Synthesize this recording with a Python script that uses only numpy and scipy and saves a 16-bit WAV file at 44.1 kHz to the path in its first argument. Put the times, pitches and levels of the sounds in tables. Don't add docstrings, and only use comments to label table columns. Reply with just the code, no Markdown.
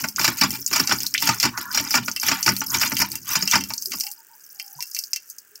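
import sys
import numpy as np
from scipy import signal
from scipy.fft import rfft, irfft
from scipy.io import wavfile

SR = 44100
rng = np.random.default_rng(int(sys.argv[2]) if len(sys.argv) > 2 else 0)


def digitize_waveform(pressure):
    field = np.atleast_2d(pressure).T
    bounded = np.clip(field, -1, 1)
    quanta = np.round(bounded * 32767).astype(np.int16)
    wavfile.write(sys.argv[1], SR, quanta)


N = 246959
TIME = np.arange(N) / SR
RING = TIME[:8192]


# [t/s, middle level/dB, treble level/dB, barrel level/dB]
KNOCK_TIMES = [(0.04, -12, -33, -30.5), (0.194, -13, -22.5, -30.5), (0.212, -15.5, -23, -51),
               (0.243, -10, -17, -57), (0.277, -8, -21, -27.5), (0.411, -9, -15, -23),
               (0.434, -11, -18.5, -24.5), (0.711, -21, -34, -33), (0.729, -13.5, -18.5, -42),
               (0.759, -11.5, -19, -42.5), (0.796, -10.5, -16, -25.5), (0.893, -17.5, -26, -32),
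               (0.911, -11, -41, -38.5), (0.921, -12.5, -17.5, -28.5), (1.222, -15, -23, -32.5),
               (1.272, -13, -19, -34.5), (1.289, -4, -19, -25), (1.428, -13, -17, -35.5),
               (1.436, -11.5, -31, -28), (1.451, -10.5, -20, -22.5), (1.575, -16, -29.5, -40.5),
               (1.746, -17.5, -21.5, -46), (1.773, -10.5, -17.5, -48), (1.797, -15.5, -25.5, -35.5),
               (1.907, -23, -21, -45), (1.94, -9, -24, -31), (1.951, -9.5, -16.5, -27.5),
               (1.972, -15.5, -24.5, -28.5), (2.08, -13, -27.5, -34), (2.231, -16, -27.5, -40),
               (2.283, -9.5, -19, -39.5), (2.314, -9, -22.5, -29.5), (2.461, -11, -17, -28.5),
               (2.476, -5, -23, -23), (2.487, -9.5, -15.5, -29.5), (2.615, -14.5, -33.5, -42),
               (2.745, -18.5, -25, -37.5), (2.812, -13, -19, -49), (2.833, -11, -38, -33),
               (2.918, -15, -29.5, -28), (3, -14.5, -22, -29), (3.015, -8.5, -16.5, -33.5),
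               (3.353, -10.5, -19.5, -30.5), (3.423, -20.5, -21, -30.5), (3.533, -12.5, -21.5, -27),
               (3.554, -7, -15.5, -31), (3.703, -20, -31, -55), (3.933, -23, -30, -45)]
# [f/Hz, level/dB, time to fall 60 dB/s]
IRON_TONES = [(903, 2, 0.14), (1113, 2.5, 0.06), (1248, 8, 0.061), (1386, 9, 0.04), (2020, -26.5, .1),
              (2240, 5.5, 0.037), (2497, 9.5, 0.015), (2956, -33.5, 0.11), (3490, -28, 0.027),
              (4644, 3.5, 0.038), (4985, 1, 0.057), (5640, 1.5, 0.059), (5820, 0.5, 0.038),
              (6970, 1.5, 0.03), (11900, -29, 0.18), (11960, -17, 0.14)]
# [f/Hz, level/dB, time to fall 60 dB/s]
BARREL_TONES = [(83.2, -7, 0.15), (117.5, -8.5, 0.28), (145, 1, 0.11), (195.3, -2.5, 0.36),
                (236.8, 2, 0.16), (274.4, 4, 0.13), (335.5, 1.5, 0.06)]
# [f/Hz, level/dB]
CLANK_COLOUR = [(260, -52), (450, -29.5), (756, -24), (863, 0.5), (1000, -10), (1250, -3.5), (1760, -1.5),
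                (2870, -3.5), (3370, -21), (5420, -2), (6190, -19.5), (7280, -6.5), (7960, -14.5),
                (10200, -22), (15500, -17.5)]


def knocks(ring_db=-4, middle_db=-12, treble_db=0, fizz_db=-3, barrel_db=-2, iron_db=-15,
           thud_s=0.01, chatter_s=0.0068):
    out = np.zeros(N)
    contact = colour(CLANK_COLOUR)
    attack = 1 - np.exp(-RING / 0.0008)
    for s, middle, treble, barrel in KNOCK_TIMES:
        chatter = clicks(9000, 3.5, size=len(RING)) * np.exp(-RING / chatter_s) * attack
        ringing = through(chatter, modes(IRON_TONES, 0.0092))
        clank = through(chatter, contact) + undb(ring_db) * ringing
        bright = band(clank, 4464, 6700) + undb(fizz_db) * band(clank, 9400, 21950)
        add(out, s, strength(band(clank, 396, 7050), middle + middle_db))
        add(out, s, strength(bright, treble + treble_db))

        jolt = rng.standard_normal(len(RING)) * np.exp(-RING / thud_s)
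        boom = unit(through(jolt, modes(BARREL_TONES, 0.021))) + 0.57 * unit(band(jolt, 207, 385))
        add(out, s, strength(band(boom, 94, 500), barrel + barrel_db))
        add(out, s, strength(band(jolt, 594, 1107), middle + middle_db + iron_db))
    return out


# [level/dB, lag/s, attack/s, release/s]
SCRAPE_SWELLS = [(-27, 0, 0.036, 0.21), (-18.5, 0.0055, 0.019, 0.042), (-37.5, 0.007, 0.014, 0.036)]
# [level/dB, lag/s, attack/s, release/s]
FIZZ_SWELLS = [(-23.5, -0.0014, 0.041, 0.087), (-26, -0.0076, 0.068, 0.083), (-38.5, -0.0028, 0.01, 0.068)]
# [level/dB, lag/s, attack/s, release/s]
CHURN_SWELLS = [(-35, 0.017, 0.14, 0.28), (-28, 0.0084, 0.01, 0.14), (-36.5, -0.0056, 0.066, 0.1)]


def gush(scrape_db=-11, ring_db=-3, froth_db=-10, hiss_db=-8, fizz_db=-7, boom_db=-9,
         gurgle_db=-11, rumble_db=-19):
    slips = clicks(3000, 2.35, size=N)
    ringing = through(slips, modes(IRON_TONES, 0.0016))
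    rub = unit(through(slips, colour(CLANK_COLOUR)) + undb(ring_db) * ringing)

    froth = bubbles(776.5, 2700, cycles=10.8, glide=0.01, spread_db=3, count=2000)
    middle = undb(scrape_db) * unit(band(rub, 480, 2530))
    middle += undb(froth_db) * band(froth, 530, 2100)

    fizz = bubbles(2689, 7500, cycles=24, glide=0.015, spread_db=4, count=4000)
    hiss = unit(band(rub, 2230, 18000) + 0.41 * band(rub, 6660, 11000))
    top = undb(hiss_db) * hiss + undb(fizz_db) * band(fizz, 1900, 20000)

    churn = clicks(330, 2, size=N)
    gurgle = bubbles(104.3, 397, cycles=5.3, glide=0.029, spread_db=-2.5, count=400)
    lower = undb(boom_db) * unit(through(churn, modes(BARREL_TONES, 0.012)))
    lower += undb(gurgle_db) * band(gurgle, 78, 590)
    lower += undb(rumble_db) * unit(band(churn, 57, 110))

    upper = middle * surges(SCRAPE_SWELLS) + top * surges(FIZZ_SWELLS)
    upper *= uneven(rate_hz=59, spread_db=6)
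    return upper + lower * surges(CHURN_SWELLS) * uneven(rate_hz=32, spread_db=5.5)


# [t/s, length/s, effort level/dB]
LIFT_MOVES = [(0.247, 0.048, 1), (0.783, 0.061, -2), (1.263, 0.035, 2.5), (1.772, 0.026, -1),
              (2.281, 0.04, 1), (2.801, 0.11, -1.5), (3.346, 0.057, -0.5)]
# [t/s, length/s, effort level/dB]
PUSH_MOVES = [(0.425, 0.023, 1), (0.92, 0.01, -0.5), (1.446, 0.015, -1), (1.958, 0.014, 1.5),
              (2.494, 0.015, 0.5), (3.009, 0.028, 0), (3.539, 0.016, 3)]
# [t/s, length/s, effort level/dB]
REBOUND_MOVES = [(0.019, 0.045, 1.5), (0.533, 0.016, 6.5), (1.032, 0.022, -2.5), (1.621, 0.023, -2),
                 (2.077, 0.01, -1), (2.619, 0.009, 0.5), (3.136, 0.022, -3.5), (3.715, 0.032, -9),
                 (3.945, 0.054, -4.5)]


def surges(shapes):
    power = np.zeros(N)
    for moves, shape in zip((LIFT_MOVES, PUSH_MOVES, REBOUND_MOVES), shapes):
        db, lag_s, attack_s, release_s = shape
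        for s, length_s, effort_db in moves:
            gain = undb(db + effort_db) * swell(s + lag_s, attack_s, length_s, release_s)
            power += gain ** 2
    return np.sqrt(power)


# [t/s, length/s, level/dB]
SLURP_TIMES = [(1.638, 0.19, -38), (2.74, 0.052, -34.5), (3.315, 0.064, -38)]


def slurps(attack_s=0.029, release_s=0.071):
    notes = bubbles(950, 2050, cycles=19, glide=0.0034, spread_db=0, count=3000)
    gain = np.zeros(N)
    for s, length_s, db in SLURP_TIMES:
        gain += undb(db) * swell(s, attack_s, length_s, release_s)
    return notes * gain


# [t/s, level/dB, f/Hz]
PLOP_TIMES = [(0.0408, -22, 1190), (0.1812, -17.5, 1270), (1.1464, -10.5, 1857), (1.176, -14.5, 2690),
              (2.1613, -31, 2380)]


def plops(plop_db=-3, swell_s=0.0035, glide_per_s=100, pipe_db=-4, pipe_s=0.01):
    out = np.zeros(N)
    t = RING[:1500]
    rise = (t / swell_s) ** 2 * np.exp(2 - 2 * t / swell_s)
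    for s, db, hz in PLOP_TIMES:
        note = rise * np.sin(2 * np.pi * 0.644 * hz * t * (1 + glide_per_s * t))
        pipe = rng.standard_normal(len(t)) * np.exp(-t / pipe_s)
        smear = through(note, pipe / np.linalg.norm(pipe))
        add(out, s, undb(db + plop_db) * (note + undb(pipe_db) * smear))
    return out


# [f/Hz, level/dB]
SPLASH_COLOUR = [(200, -42.5), (600, -45.5), (1200, -6.5), (2500, -49), (3700, -32), (4600, -0.5),
                 (5700, 5.5), (7000, 2.5), (8500, 0.5), (11000, -2), (13000, 4), (15500, 9)]


def spatter(tick_db=-7, spray_db=-8, bubble_db=-10, mist_db=-19):
    mist = undb(mist_db - tick_db) * rng.standard_normal(N)
    ticks = through(unit(clicks(180, 0.67, size=N)) + mist, colour(SPLASH_COLOUR))
    spray = bubbles(11500, 17000, cycles=2, glide=0.01, spread_db=4.5, count=1000)
    rings = bubbles(4800, 7000, cycles=6, glide=0.005, spread_db=4, count=560)
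    water = undb(tick_db) * band(ticks, 4100, 15000)
    water += undb(spray_db) * band(spray, 9000, 18000)
    water += undb(bubble_db) * band(rings, 4400, 12000)
    return water * stream()


# [t/s, level/dB]
STREAM_LEVEL = [(0, -59), (1.0, -27), (1.55, -63), (2.2, -39.5), (2.85, -23.5), (3.25, -39), (3.7, -34),
                (4.09, -27.5), (4.23, -58), (4.5, -39), (4.72, -40), (4.87, -33.5), (5.02, -31), (5.2, -54),
                (5.31, -41), (5.38, -58), (5.6, -56)]
# [level/dB, lag/s, attack/s, release/s]
SPRAY_SWELLS = [(-22.5, -0.037, 0.027, 0.19), (-24.5, -0.03, 0.12, 0.097), (-29, -0.021, 0.046, 0.17)]


def stream():
    times, levels = np.transpose(STREAM_LEVEL)
    steady = undb(np.interp(TIME, times, levels))
    return np.hypot(steady, surges(SPRAY_SWELLS)) * uneven(rate_hz=45, spread_db=1.5)


# [t/s, body level/dB, spray level/dB, low ring level/dB]
DROP_TIMES = [(0.0863, -13.5, -26.5, -48), (0.161, -10, -36, -42), (0.5062, -15, -24.5, -37),
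              (0.6632, -5, -27.5, -58), (0.6766, -29, -25.5, -47), (0.8734, -5.5, -29, -30),
              (1.0044, -11.5, -29, -37.5), (1.0327, -11.5, -27.5, -48), (1.0657, -6, -23.5, -48),
              (1.1401, -6.5, -22, -33), (1.1787, -10.5, -36, -38), (1.3453, -20, -30, -43),
              (1.4002, -4.5, -25, -31), (2.1146, -11.5, -36, -49), (2.163, -16, -26.5, -27.5),
              (2.1989, -11, -31, -48), (2.4284, -4.5, -27, -37), (2.5656, -11.5, -25.5, -43),
              (2.8765, -11, -32, -46), (2.968, -10, -25.5, -26), (3.1175, -16, -26.5, -45),
              (3.1551, -31, -24.5, -37), (3.476, -5.5, -25, -25.5), (3.5124, -1, -21.5, -48),
              (3.6087, -15.5, -32, -32.5), (3.6382, -14.5, -32, -38), (3.737, -10.5, -28, -53),
              (3.7794, -12, -47, -70), (3.8232, -13, -31, -57), (3.8578, -12.5, -25, -66),
              (3.9191, -14, -34, -32), (3.9998, -13, -27.5, -56), (4.0081, -7.5, -25, -40),
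              (4.0368, -16, -32, -43.5), (4.0675, -19, -31, -36.5), (4.115, -26, -30, -69),
              (4.5982, -18, -38, -33), (4.806, -16, -35, -41), (4.8252, -13, -27.5, -39),
              (4.9475, -11.5, -31, -47), (4.9651, -18, -33, -35.5), (4.9894, -9, -25, -46),
              (5.038, -16.5, -34.5, -62), (5.1324, -5.5, -29, -37), (5.1609, -11.5, -29.5, -34.5),
              (5.3, -25.5, -34, -82), (5.3842, -23, -39, -82), (5.5563, -26, -43, -63)]
# [f/Hz, level/dB, time to fall 60 dB/s]
PUDDLE_TONES = [(2420, -3, 0.037), (2720, 4.5, 0.06), (2990, -3, 0.044), (3210, -7, 0.091)]


def drops(body_db=-17, spray_db=-4, low_db=-3, scatter_db=-24, scatter_s=0.01,
          cavity_hz=5500, cavity_s=0.00053, puddle_db=-1):
    out = np.zeros(N)
    wet = colour(SPLASH_COLOUR)
    t = RING[:2048]
    for s, body, spray, low in DROP_TIMES:
        scatter = rng.standard_normal(len(t)) * np.exp(-t / scatter_s)
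        slap = (t == 0) + undb(scatter_db) * scatter
        splash = through(slap, wet)
        hz = cavity_hz * (1 + 0.13 * rng.standard_normal())
        cavity = np.sin(2 * np.pi * hz * t) * t * np.exp(-t / cavity_s)
        puddle = unit(through(slap, modes(PUDDLE_TONES, 0.012)))
        low_ring = unit(band(splash, 2076, 3030)) + undb(puddle_db) * puddle
        slap_body = unit(band(splash, 3350, 7170)) + 0.79 * unit(cavity)
        add(out, s, strength(slap_body, body + body_db))
        add(out, s, strength(band(splash, 4140, 14400), spray + spray_db))
        add(out, s, strength(low_ring, low + low_db))
    return out


# [t/s, f/Hz, peak level/dB, rise/s]
GLUG_TIMES = [(3.869, 377, -42.5, 0.013), (3.936, 300, -45, 0.012), (3.952, 186, -37, 0.0077),
              (4.752, 140, -47.5, 0.022), (4.787, 967, -34.5, 0.0061), (5.506, 408, -58.5, 0.026)]
# [t/s, length/s, f/Hz, level/dB]
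WHISTLE_NOTES = [(4.026, 0.1, 820, -43.5), (4.168, 0.066, 910, -54), (4.284, 0.09, 906, -52),
                 (4.531, 0.32, 797, -53.5)]


def draining():
    out = np.zeros(N)
    waver = unit(band(rng.standard_normal(N), 3.9, 35))
    for s, length_s, hz, db in WHISTLE_NOTES:
        t = TIME[:int(length_s * SR)]
        phase = 2 * np.pi * hz * t + 1.25 * np.interp(s + t, TIME, waver)
        add(out, s, undb(db) * np.sin(np.pi * t / length_s) * np.sin(phase))
    for s, hz, db, rise_s in GLUG_TIMES:
        rise = (RING / rise_s) ** 2 * np.exp(2 - 2 * RING / rise_s)
        add(out, s, undb(db) * rise * np.sin(2 * np.pi * hz * RING * (1 + 0.5 * RING)))
    return out


def trickle(trickle_db=-50):
    drips = through(clicks(90, 2.5, size=N), colour(SPLASH_COLOUR))
    bright = 0.19 * band(drips, 5900, 21950) + band(drips, 6700, 21950)
    return unit(bright) * undb(trickle_db)


def bricks(x, near_db=-10, near_s=0.0024, far_db=-25, far_s=0.032):
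    near = band(rng.standard_normal(len(RING)), 210, 12700)
    near *= np.exp(-RING / near_s) * (RING > 0.002)
    far = band(rng.standard_normal(len(RING)), 80, 6600)
    far *= np.exp(-RING / far_s) * (RING > 0.012)
    echo = undb(near_db) * near / np.linalg.norm(near) + undb(far_db) * far / np.linalg.norm(far)
    return x + through(x, echo)


# [f/Hz, level/dB]
AIR_COLOUR = [(30, -33), (130, -16.5), (400, -11.5), (700, -19.5), (1100, -15), (1600, -1), (2050, -14.5),
              (2800, -12.5), (3800, -25), (5500, -15), (8000, -10), (11000, -21.5), (15500, -8.5)]


def outdoors(air_db=-55):
    return unit(through(rng.standard_normal(N), colour(AIR_COLOUR))) * undb(air_db)


def bubbles(low_hz, high_hz, cycles, glide, spread_db, count):
    out = np.zeros(N)
    for when, pitch, size, life in rng.random((count, 4)):
        hz = low_hz * (high_hz / low_hz) ** pitch
        decay = cycles * (0.5 + life) / hz
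        age = np.arange(int(5 * decay * SR) + 2) / SR / decay
        note = np.sin(2 * np.pi * hz * decay * age * (1 + glide * age))
        note *= np.exp(-age) * (1 - np.exp(-6 * age))
        add(out, when * N / SR, undb(spread_db * min(-np.log(1 - size), 3)) * note)
    return unit(out)


def clicks(rate, spread_db, size):
    sizes = undb(spread_db * np.minimum(rng.exponential(size=size), 3.5))
    return (rng.random(size) < rate / SR) * sizes * rng.choice([-1, 1], size)


def modes(table, detune):
    hz, db, t60 = np.transpose(table)[:, :, None]
    shift, sign, weight = rng.standard_normal((3, len(table), 1))
    tones = np.sin(2 * np.pi * hz * (1 + detune * shift) * RING) * np.sign(sign)
    decay = np.exp(-np.log(1000) * RING / t60)
    ring = np.sum(undb(db + 2 * weight) * tones * decay, axis=0)
    return ring / np.linalg.norm(ring)


def swell(s, attack_s, hold_s, release_s):
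    early = np.maximum(s - hold_s / 2 - TIME, 0) / attack_s
    late = np.maximum(TIME - s - hold_s / 2, 0) / release_s
    return undb(-20 * np.minimum(early + late, 10))


def uneven(rate_hz, spread_db):
    knots = np.clip(rng.standard_normal(size=2048), -2, 1.5)
    return undb(spread_db * np.interp(TIME * rate_hz, np.arange(len(knots)), knots))


def colour(points):
    hz, db = np.transpose(points)
    grid = np.linspace(1, SR / 2, 513)
    gain = undb(np.interp(np.log(grid), np.log(hz), db))
    cepstrum = irfft(np.log(gain))
    half = len(cepstrum) // 2
    cepstrum[1:half] *= 2
    cepstrum[half + 1:] = 0
    response = irfft(np.exp(rfft(cepstrum)))
    return response / np.linalg.norm(response)


def through(x, response):
    return signal.fftconvolve(x, response)[:len(x)]


def band(x, lo_hz, hi_hz):
    sos = signal.butter(4, [lo_hz, hi_hz], "band", fs=SR, output="sos")
    return signal.sosfilt(sos, x + 1e-18)


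def undb(db):
    return 10 ** (np.asarray(db) / 20)


def unit(x):
    return x / np.sqrt(np.mean(x ** 2) + 1e-18)


def strength(x, db):
    return x * undb(db) / np.sqrt(np.sum(x ** 2) / (SR / 50) + 1e-18)


def add(out, s, x):
    i = int(s * SR)
    out[i:i + len(x)] += x[:N - i]


def scene():
    water = gush() + slurps() + plops() + spatter() + drops() + draining() + trickle()
    return (bricks(knocks() + water) + outdoors())[None]


def record(dry):
    low_pass = signal.ellip(10, 0.2, 70, 15800, fs=SR, output="sos")
    return signal.sosfilt(low_pass, np.tanh(dry))


dry = scene()
out = record(dry)
digitize_waveform(out)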